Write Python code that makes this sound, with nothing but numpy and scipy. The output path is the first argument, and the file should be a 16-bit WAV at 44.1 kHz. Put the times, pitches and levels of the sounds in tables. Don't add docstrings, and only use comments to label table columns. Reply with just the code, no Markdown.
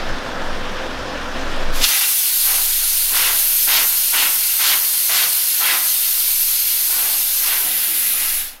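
import sys
import numpy as np
from scipy import signal
from scipy.fft import rfft, irfft, next_fast_len
from scipy.io import wavfile
from scipy.ndimage import uniform_filter1d, map_coordinates

SR = 44100
rng = np.random.default_rng(int(sys.argv[2]) if len(sys.argv) > 2 else 0)


def dump_mix(stems):
    frames = np.atleast_2d(stems).T
    limited = np.clip(frames, -1, 1)
    pcm = np.round(limited * 32767).astype(np.int16)
    wavfile.write(sys.argv[1], SR, pcm)


N = 379260

# t/s, level/dB
THROB_LEVEL = [(0.0, -26), (0.12, -18), (0.24, -36), (0.48, -19.5), (1.1, -34), (1.7, -13.5), (1.82, -15),
               (1.92, -50), (2.27, -52), (2.39, -37), (2.68, -30.5), (5.53, -53.5), (6.47, -36.5),
               (6.56, -44.5), (7.57, -40), (7.91, -51), (8.38, -31), (8.6, -48)]
# f/Hz, density/dB per Hz
FILL_SPECTRUM = [(18, -31), (30, -22), (130, -26.5), (258, -18.5), (447, -26), (509, -19.5), (860, -23),
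                 (1700, -23.5), (2100, -30.5), (3450, -30.5), (4260, -36), (5250, -36.5), (7780, -49),
                 (13900, -58), (15800, -65)]
# f/Hz, width/Hz, lift/dB
CAVITY_MODES = [(88, 24, 3), (259, 5.4, 6), (291, 8.7, 2.5), (506, 36, -1.5), (514, 31, 6), (1020, 14, 4),
                (1550, 180, 1), (1750, 55, 1.5)]
# f/Hz, density/dB per Hz
MACHINE_SPECTRUM = [(30, -8), (80, 0), (140, -22), (230, 2), (400, -6), (700, 2), (1500, -6.5), (4000, -51),
                    (15000, -46)]
# f/Hz, density/dB per Hz
OPEN_JET_SPECTRUM = [(35, -58), (60, -26), (167, -39.5), (436, -28), (604, -33), (727, -23), (1080, -24),
                     (1500, -18), (1810, -18), (2390, -13.5), (3310, -11), (4280, -9), (7490, -10),
                     (12800, -1), (15800, -13)]
# f/Hz, width/Hz, lift/dB
JET_BANDS = [(2900, 860, 0.7), (4320, 220, 2.5), (4900, 170, 2), (6300, 300, 2.2), (7500, 500, -2.2),
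             (8800, 280, 1.2), (10100, 460, 0), (11200, 320, 1), (12400, 570, -2), (14200, 350, -1),
             (14950, 450, 3), (15700, 300, 1.5)]
# f/Hz, density/dB per Hz
CUPPED_JET_SPECTRUM = [(35, -61), (60, -23), (286, -16.5), (322, -27), (370, -22), (576, -24.5), (762, -15),
                       (985, -23.5), (1240, -16.5), (1940, -8.5), (2280, -7.5), (3720, -7), (6400, -8.5),
                       (8200, -10), (10800, 1.5), (14700, -2.5), (15800, -7.5)]
# t/s, centre f/Hz, width/Hz, lift/dB
SHRILL_BAND = [(2.0, 11400, 900, 0), (2.4, 12400, 1100, 2.5), (3.1, 12400, 1000, -1),
               (3.55, 12600, 1300, 5), (4.15, 13100, 480, 3.5), (5.6, 12950, 450, 3.5),
               (6.3, 13100, 910, 4.5), (7.4, 12470, 850, 4), (8.3, 11200, 900, 1.5)]
# start t/s, length/s, level/dB, top of the roar at mid-stroke f/Hz,
# rasp lift/dB, share of the stroke spent entering/0-1
JET_PASSES = [(1.802, 0.06, -19, 6000, -3, 0.2), (1.828, 0.031, -10.5, 6600, 9, 0.5),
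              (1.85, 0.18, -24, 3530, 5, 0.36), (2.002, 0.064, -21, 5400, 3, 0),
              (2.438, 0.22, -27.5, 2100, -2, 0.1), (3.084, 0.32, -20.5, 2970, 0, 0.2),
              (3.666, .225, -17.5, 4150, -1, 0.06), (4.121, 0.21, -18.5, 3830, 0.5, 0.06),
              (4.584, 0.23, -17.5, 5240, 1, 0.08), (5.078, 0.24, -19, 4840, -0.5, 0.08),
              (5.59, 0.24, -19, 3100, 3.5, 0.11), (6.838, 0.42, -32, 1650, -2, 0.17),
              (7.355, 0.3, -25, 3020, -1, 0.44), (7.578, 0.18, -37.5, 1000, 5, 0.1),
              (7.76, 0.13, -30.5, 4500, 2, 0.2), (8.098, 0.25, -31, 3400, 6, 0.27)]
# f/Hz, density/dB per Hz
ROAR_SPECTRUM = [(40, -34), (130, -20), (280, -15), (520, -13), (780, -5), (1200, -3.5), (2000, 0.5),
                 (3200, 4.5), (5000, 4.5), (9000, 4.5), (16000, 7)]
# f/Hz, width/Hz, lift/dB
WHEEL_MODES = [(500, 27, 3.5), (707, 12, -4), (1014, 28, 4.5), (1380, 26, 3), (1440, 130, 2), (2016, 26, 4),
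               (2767, 39, 4), (3660, 49, 2), (4320, 180, 1.5), (5120, 64, 3.5), (6360, 200, 0.5)]
# t/s, delay/ms, strength/factor
WHEEL_ECHO = [(1.8, 2.36, .1), (2.15, 2.66, 0.24), (2.55, 2.6, 0.14), (2.85, 2.7, 0.062), (6.5, 2.7, 0.084),
              (8.6, 2.34, 0.12)]
# f/Hz, t60/s
SHOP_DECAY = [(100, 1), (500, 0.77), (2000, 0.54), (6000, 0.19), (15000, 0.37)]
# start t/s, length/s, f/Hz, level/dB
SHORT_HUMS = [(7.615, 0.15, 292, -46), (7.64, 0.1, 733, -41), (7.844, .19, 324, -45.5)]
# f/Hz, width/Hz, lift/dB
LOW_END_MODES = [(35, 18, 8.5), (100, 12, 1.5), (144, 44, -6.5), (170, 13, 3)]

TIME = np.arange(N) / SR
FFT_SIZE, HOP = 512, 128
FRAME_S = np.arange(N // HOP + 5)[:, None] * HOP / SR
BIN_HZ = np.fft.rfftfreq(FFT_SIZE, 1 / SR)

THROB_HZ = 15
HUM_HZ, HUM_FILLING_DB, HUM_OPEN_DB = 56, -40, -64
FILL_DB, FILL_HISS_DB = -28, 0.5
GRIP_S, GRIP_LENGTH_S, GRIP_HISS_DB = 1.25, 0.15, 1.5
LEAK_S, LEAK_RISE_S, LEAK_DB = 1.717, 0.053, -14
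CHUCK_OFF_S, CHUCK_FADE_S = 1.818, 0.022
SPIT_DB, SPIT_FADE_S = 6, 0.15
JET_DB, JET_SAG_DB_PER_S = -17, 0.3369
CUP_S, CUP_LENGTH_S, OPEN_CUPPING = 7.54, 0.13, 0.073
PLUG_S, PLUG_LENGTH_S, PLUG_DB = 8.326, 0.27, -45
SHOP_BUILD_S = 0.058
EDGE_HZ = 15850


def gain_of(db):
    return 10 ** (np.asarray(db) / 20)


def evened(x):
    return x / np.sqrt(np.mean(x ** 2) + 1e-20)


def ramp(t, start_s, length_s):
    return np.clip((t - start_s) / length_s, 0, 1)


def read(points, hz):
    f, value = np.transpose(points)
    return np.interp(np.log(hz + 1), np.log(f + 1), value)


def follow(rows, t):
    s, *columns = np.transpose(rows)
    return [np.interp(t, s, column) for column in columns]


def wander(per_s):
    knots = rng.standard_normal(400)
    return evened(np.interp(TIME * per_s, np.arange(len(knots)), knots))


def in_band(shape, band):
    return shape / np.sqrt(np.mean(shape ** 2 * band, axis=-1, keepdims=True) + 1e-20)


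def turbulence(shape, flutter_db, patchy_db):
    size = (len(FRAME_S), len(BIN_HZ))
    flutter = evened(uniform_filter1d(rng.standard_normal((size[0], 1)), size=4, axis=0))
    patches = uniform_filter1d(rng.standard_normal(size), size=18, axis=0)
    patches = evened(uniform_filter1d(patches, size=12, axis=1))
    noise = rng.standard_normal(N + 1024)
    white = signal.stft(noise, nperseg=FFT_SIZE, noverlap=FFT_SIZE - HOP)[2].T[:size[0]]
    shaped = white * shape * gain_of(flutter_db * flutter + patchy_db * patches)
    return signal.istft(shaped.T, nperseg=FFT_SIZE, noverlap=FFT_SIZE - HOP)[1][:N]


def ring(x, modes):
    size = next_fast_len(N + SR // 2, True)
    f = np.fft.rfftfreq(size, 1 / SR)
    body = 1 + sum((gain_of(db) - 1) / (1 + 2j * (f - hz) / width) for hz, width, db in modes)
    return irfft(rfft(x, size) * body, size)[:N]


def delayed(x, ms):
    return map_coordinates(x, [np.arange(N) - ms * SR / 1000], order=3)


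def rumble(throb_waver_hz=1.5, wavers_per_s=13, hum_fade_s=0.064):
    throb_turns = np.cumsum(THROB_HZ + throb_waver_hz * wander(wavers_per_s)) / SR
    throb_db = follow(THROB_LEVEL, TIME)[0]
    throb = np.sqrt(2) * gain_of(throb_db) * np.sin(2 * np.pi * throb_turns)
    hum_db = HUM_FILLING_DB + (HUM_OPEN_DB - HUM_FILLING_DB) * ramp(TIME, CHUCK_OFF_S, hum_fade_s)
    unsteady = wander(wavers_per_s) + 1j * wander(wavers_per_s)
    hum = (unsteady * np.exp(2j * np.pi * HUM_HZ * TIME)).real
    return throb + gain_of(hum_db) * hum


def filling(hiss_hz=2200):
    hiss_db = FILL_HISS_DB + GRIP_HISS_DB * ramp(FRAME_S, GRIP_S, GRIP_LENGTH_S)
    shape = in_band(gain_of(read(FILL_SPECTRUM, BIN_HZ)), BIN_HZ < hiss_hz)
    shape = shape * gain_of(FILL_DB + hiss_db * (BIN_HZ > hiss_hz))
    seated = 1 - ramp(TIME, CHUCK_OFF_S, CHUCK_FADE_S)
    return ring(seated * turbulence(shape, flutter_db=0.67, patchy_db=1.04), CAVITY_MODES)


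def machines(level_db=-52):
    colour = gain_of(read(MACHINE_SPECTRUM, np.fft.rfftfreq(N, 1 / SR)))
    return gain_of(level_db) * evened(irfft(rfft(rng.standard_normal(N)) * colour, N))


def jet(roar_hz=8500, roar_db=-0.7, roar_follows=0.63, plug_curve=2.17,
        chuck_cupping=0.6, chuck_treble_db=-2, cup_db=0.75):
    leak_db = LEAK_DB * (1 - ramp(FRAME_S, CHUCK_OFF_S, CHUCK_FADE_S))
    plug_db = PLUG_DB * ramp(FRAME_S, PLUG_S, PLUG_LENGTH_S) ** plug_curve
    throttle_db = leak_db + plug_db
    open_s = np.maximum(FRAME_S - CHUCK_OFF_S, 0)
    chuck_near = np.exp(-(open_s / SPIT_FADE_S) ** 2)
    glove_cupping = ramp(FRAME_S, CUP_S, CUP_LENGTH_S)
    cupping = np.clip(OPEN_CUPPING + chuck_cupping * chuck_near + glove_cupping, 0, 1)

    bands_db = sum(lift * np.exp(-((BIN_HZ - hz) / width) ** 2) for hz, width, lift in JET_BANDS)
    free_db = read(OPEN_JET_SPECTRUM, BIN_HZ) + bands_db
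    colour_db = (1 - cupping) * free_db + cupping * read(CUPPED_JET_SPECTRUM, BIN_HZ)

    centre_hz, width_hz, lift_db = follow(SHRILL_BAND, FRAME_S)
    shrill_db = lift_db * np.exp(-((BIN_HZ - centre_hz) / width_hz) ** 2)
    treble_db = throttle_db + chuck_treble_db * chuck_near + shrill_db
    body_db = roar_follows * throttle_db + roar_db + SPIT_DB * chuck_near
    body = 1 / (1 + (BIN_HZ / roar_hz) ** 8)
    level_db = JET_DB - JET_SAG_DB_PER_S * open_s + cup_db * cupping
    level_db = level_db + body * body_db + (1 - body) * treble_db
    shape = in_band(gain_of(colour_db), BIN_HZ > roar_hz) * gain_of(level_db)
    return turbulence(shape * ramp(FRAME_S, LEAK_S, LEAK_RISE_S), flutter_db=0.46, patchy_db=1.0)


def passes(edge_top=0.31, leaving=0.3, lean=0.67, late_lean=0.96, steepness=4.2,
           rasp_place=0.63, rasp_octaves=0.33):
    power = np.zeros((len(FRAME_S), len(BIN_HZ)))
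    roar = gain_of(read(ROAR_SPECTRUM, BIN_HZ))
    for start_s, length_s, db, top_hz, rasp_db, entering in JET_PASSES:
        way = (FRAME_S - start_s) / length_s
        inside = ((way > 0) & (way < 1))[:, 0]
        way = way[inside]
        depth = np.sin(np.pi * way ** (lean + late_lean * entering))
        contact = np.clip(np.minimum(way / entering, (1 - way) / leaving), 0, 1)
        cut_hz = top_hz * (edge_top + (1 - edge_top) * depth ** 2)
        octaves_off = np.log2((BIN_HZ + 1) / (rasp_place * cut_hz))
        rasp = gain_of(rasp_db * np.exp(-(octaves_off / rasp_octaves) ** 2))
        stroke = (contact * roar * rasp) ** 2 / (1 + (BIN_HZ / cut_hz) ** steepness)
        power[inside] += gain_of(db) ** 2 * stroke / stroke.mean(1).max()
    return turbulence(np.sqrt(power), flutter_db=0.7, patchy_db=0.46)


def near_echoes(x, count=3, echo_db=-16, drift_ms=0.14):
    wheel_ms, strength = follow(WHEEL_ECHO, TIME)
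    out = x + strength * delayed(x, wheel_ms)
    for path_ms, (spread, rate, phase) in zip(np.geomspace(6, 18, count), rng.random((count, 3))):
        drift_hz = 0.1201 + 0.32 * rate
        drift = drift_ms * np.sin(2 * np.pi * (drift_hz * TIME + phase))
        out += gain_of(echo_db) * delayed(x, path_ms * (1 + 0.2 * spread) + drift)
    return out / np.sqrt(1 + strength ** 2 + count * gain_of(echo_db) ** 2)


def shop(x, count=6, wet_db=-12):
    hz, t, z = signal.stft(rng.standard_normal((count, SR // 2)), SR, nperseg=256)
    decay_db = -60 * t / read(SHOP_DECAY, hz)[:, None]
    tails = signal.istft(z * gain_of(decay_db), SR)[1]
    tails *= ramp(np.arange(tails.shape[1]) / SR, 0, SHOP_BUILD_S)
    place = np.linspace(0, count - 1, N)
    wet = np.zeros(N + SR)
    for k, tail in enumerate(tails):
        near = np.flatnonzero(abs(place - k) < 1)
        crossfade = np.cos(np.pi / 2 * (place[near] - k))
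        part = signal.fftconvolve(x[near] * crossfade, tail / np.linalg.norm(tail))
        wet[near[0]:near[0] + len(part)] += part
    return (x + gain_of(wet_db) * wet[:N]) / np.sqrt(1 + gain_of(wet_db) ** 2)


def short_hums(waver=0.013):
    out = np.zeros(N)
    for start_s, length_s, hz, db in SHORT_HUMS:
        during = (TIME > start_s) & (TIME < start_s + length_s)
        swell = np.sin(np.pi * (TIME[during] - start_s) / length_s)
        drift = evened(uniform_filter1d(rng.standard_normal(SR), size=900))[:len(swell)]
        turns = np.cumsum(hz * (1 + waver * drift)) / SR
        out[during] += np.sqrt(2) * gain_of(db) * swell * np.sin(2 * np.pi * turns)
    return out


def scene(lowest_hz=140):
    high_pass = signal.butter(3, lowest_hz, "high", fs=SR, output="sos")
    air = signal.sosfilt(high_pass, jet())
    escaping = near_echoes(ring(air + passes(), WHEEL_MODES))
    coloured = ring(filling() + shop(escaping) + machines(), LOW_END_MODES)
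    mono = rumble() + coloured + short_hums()
    return np.array([mono, mono])


def record(dry):
    held = np.clip(dry, -0.85, 0.85)
    low_pass = signal.firwin(611, EDGE_HZ, window=("kaiser", 9), fs=SR)
    return signal.oaconvolve(held, low_pass[None], "same")


dry = scene()
out = record(dry)
dump_mix(out)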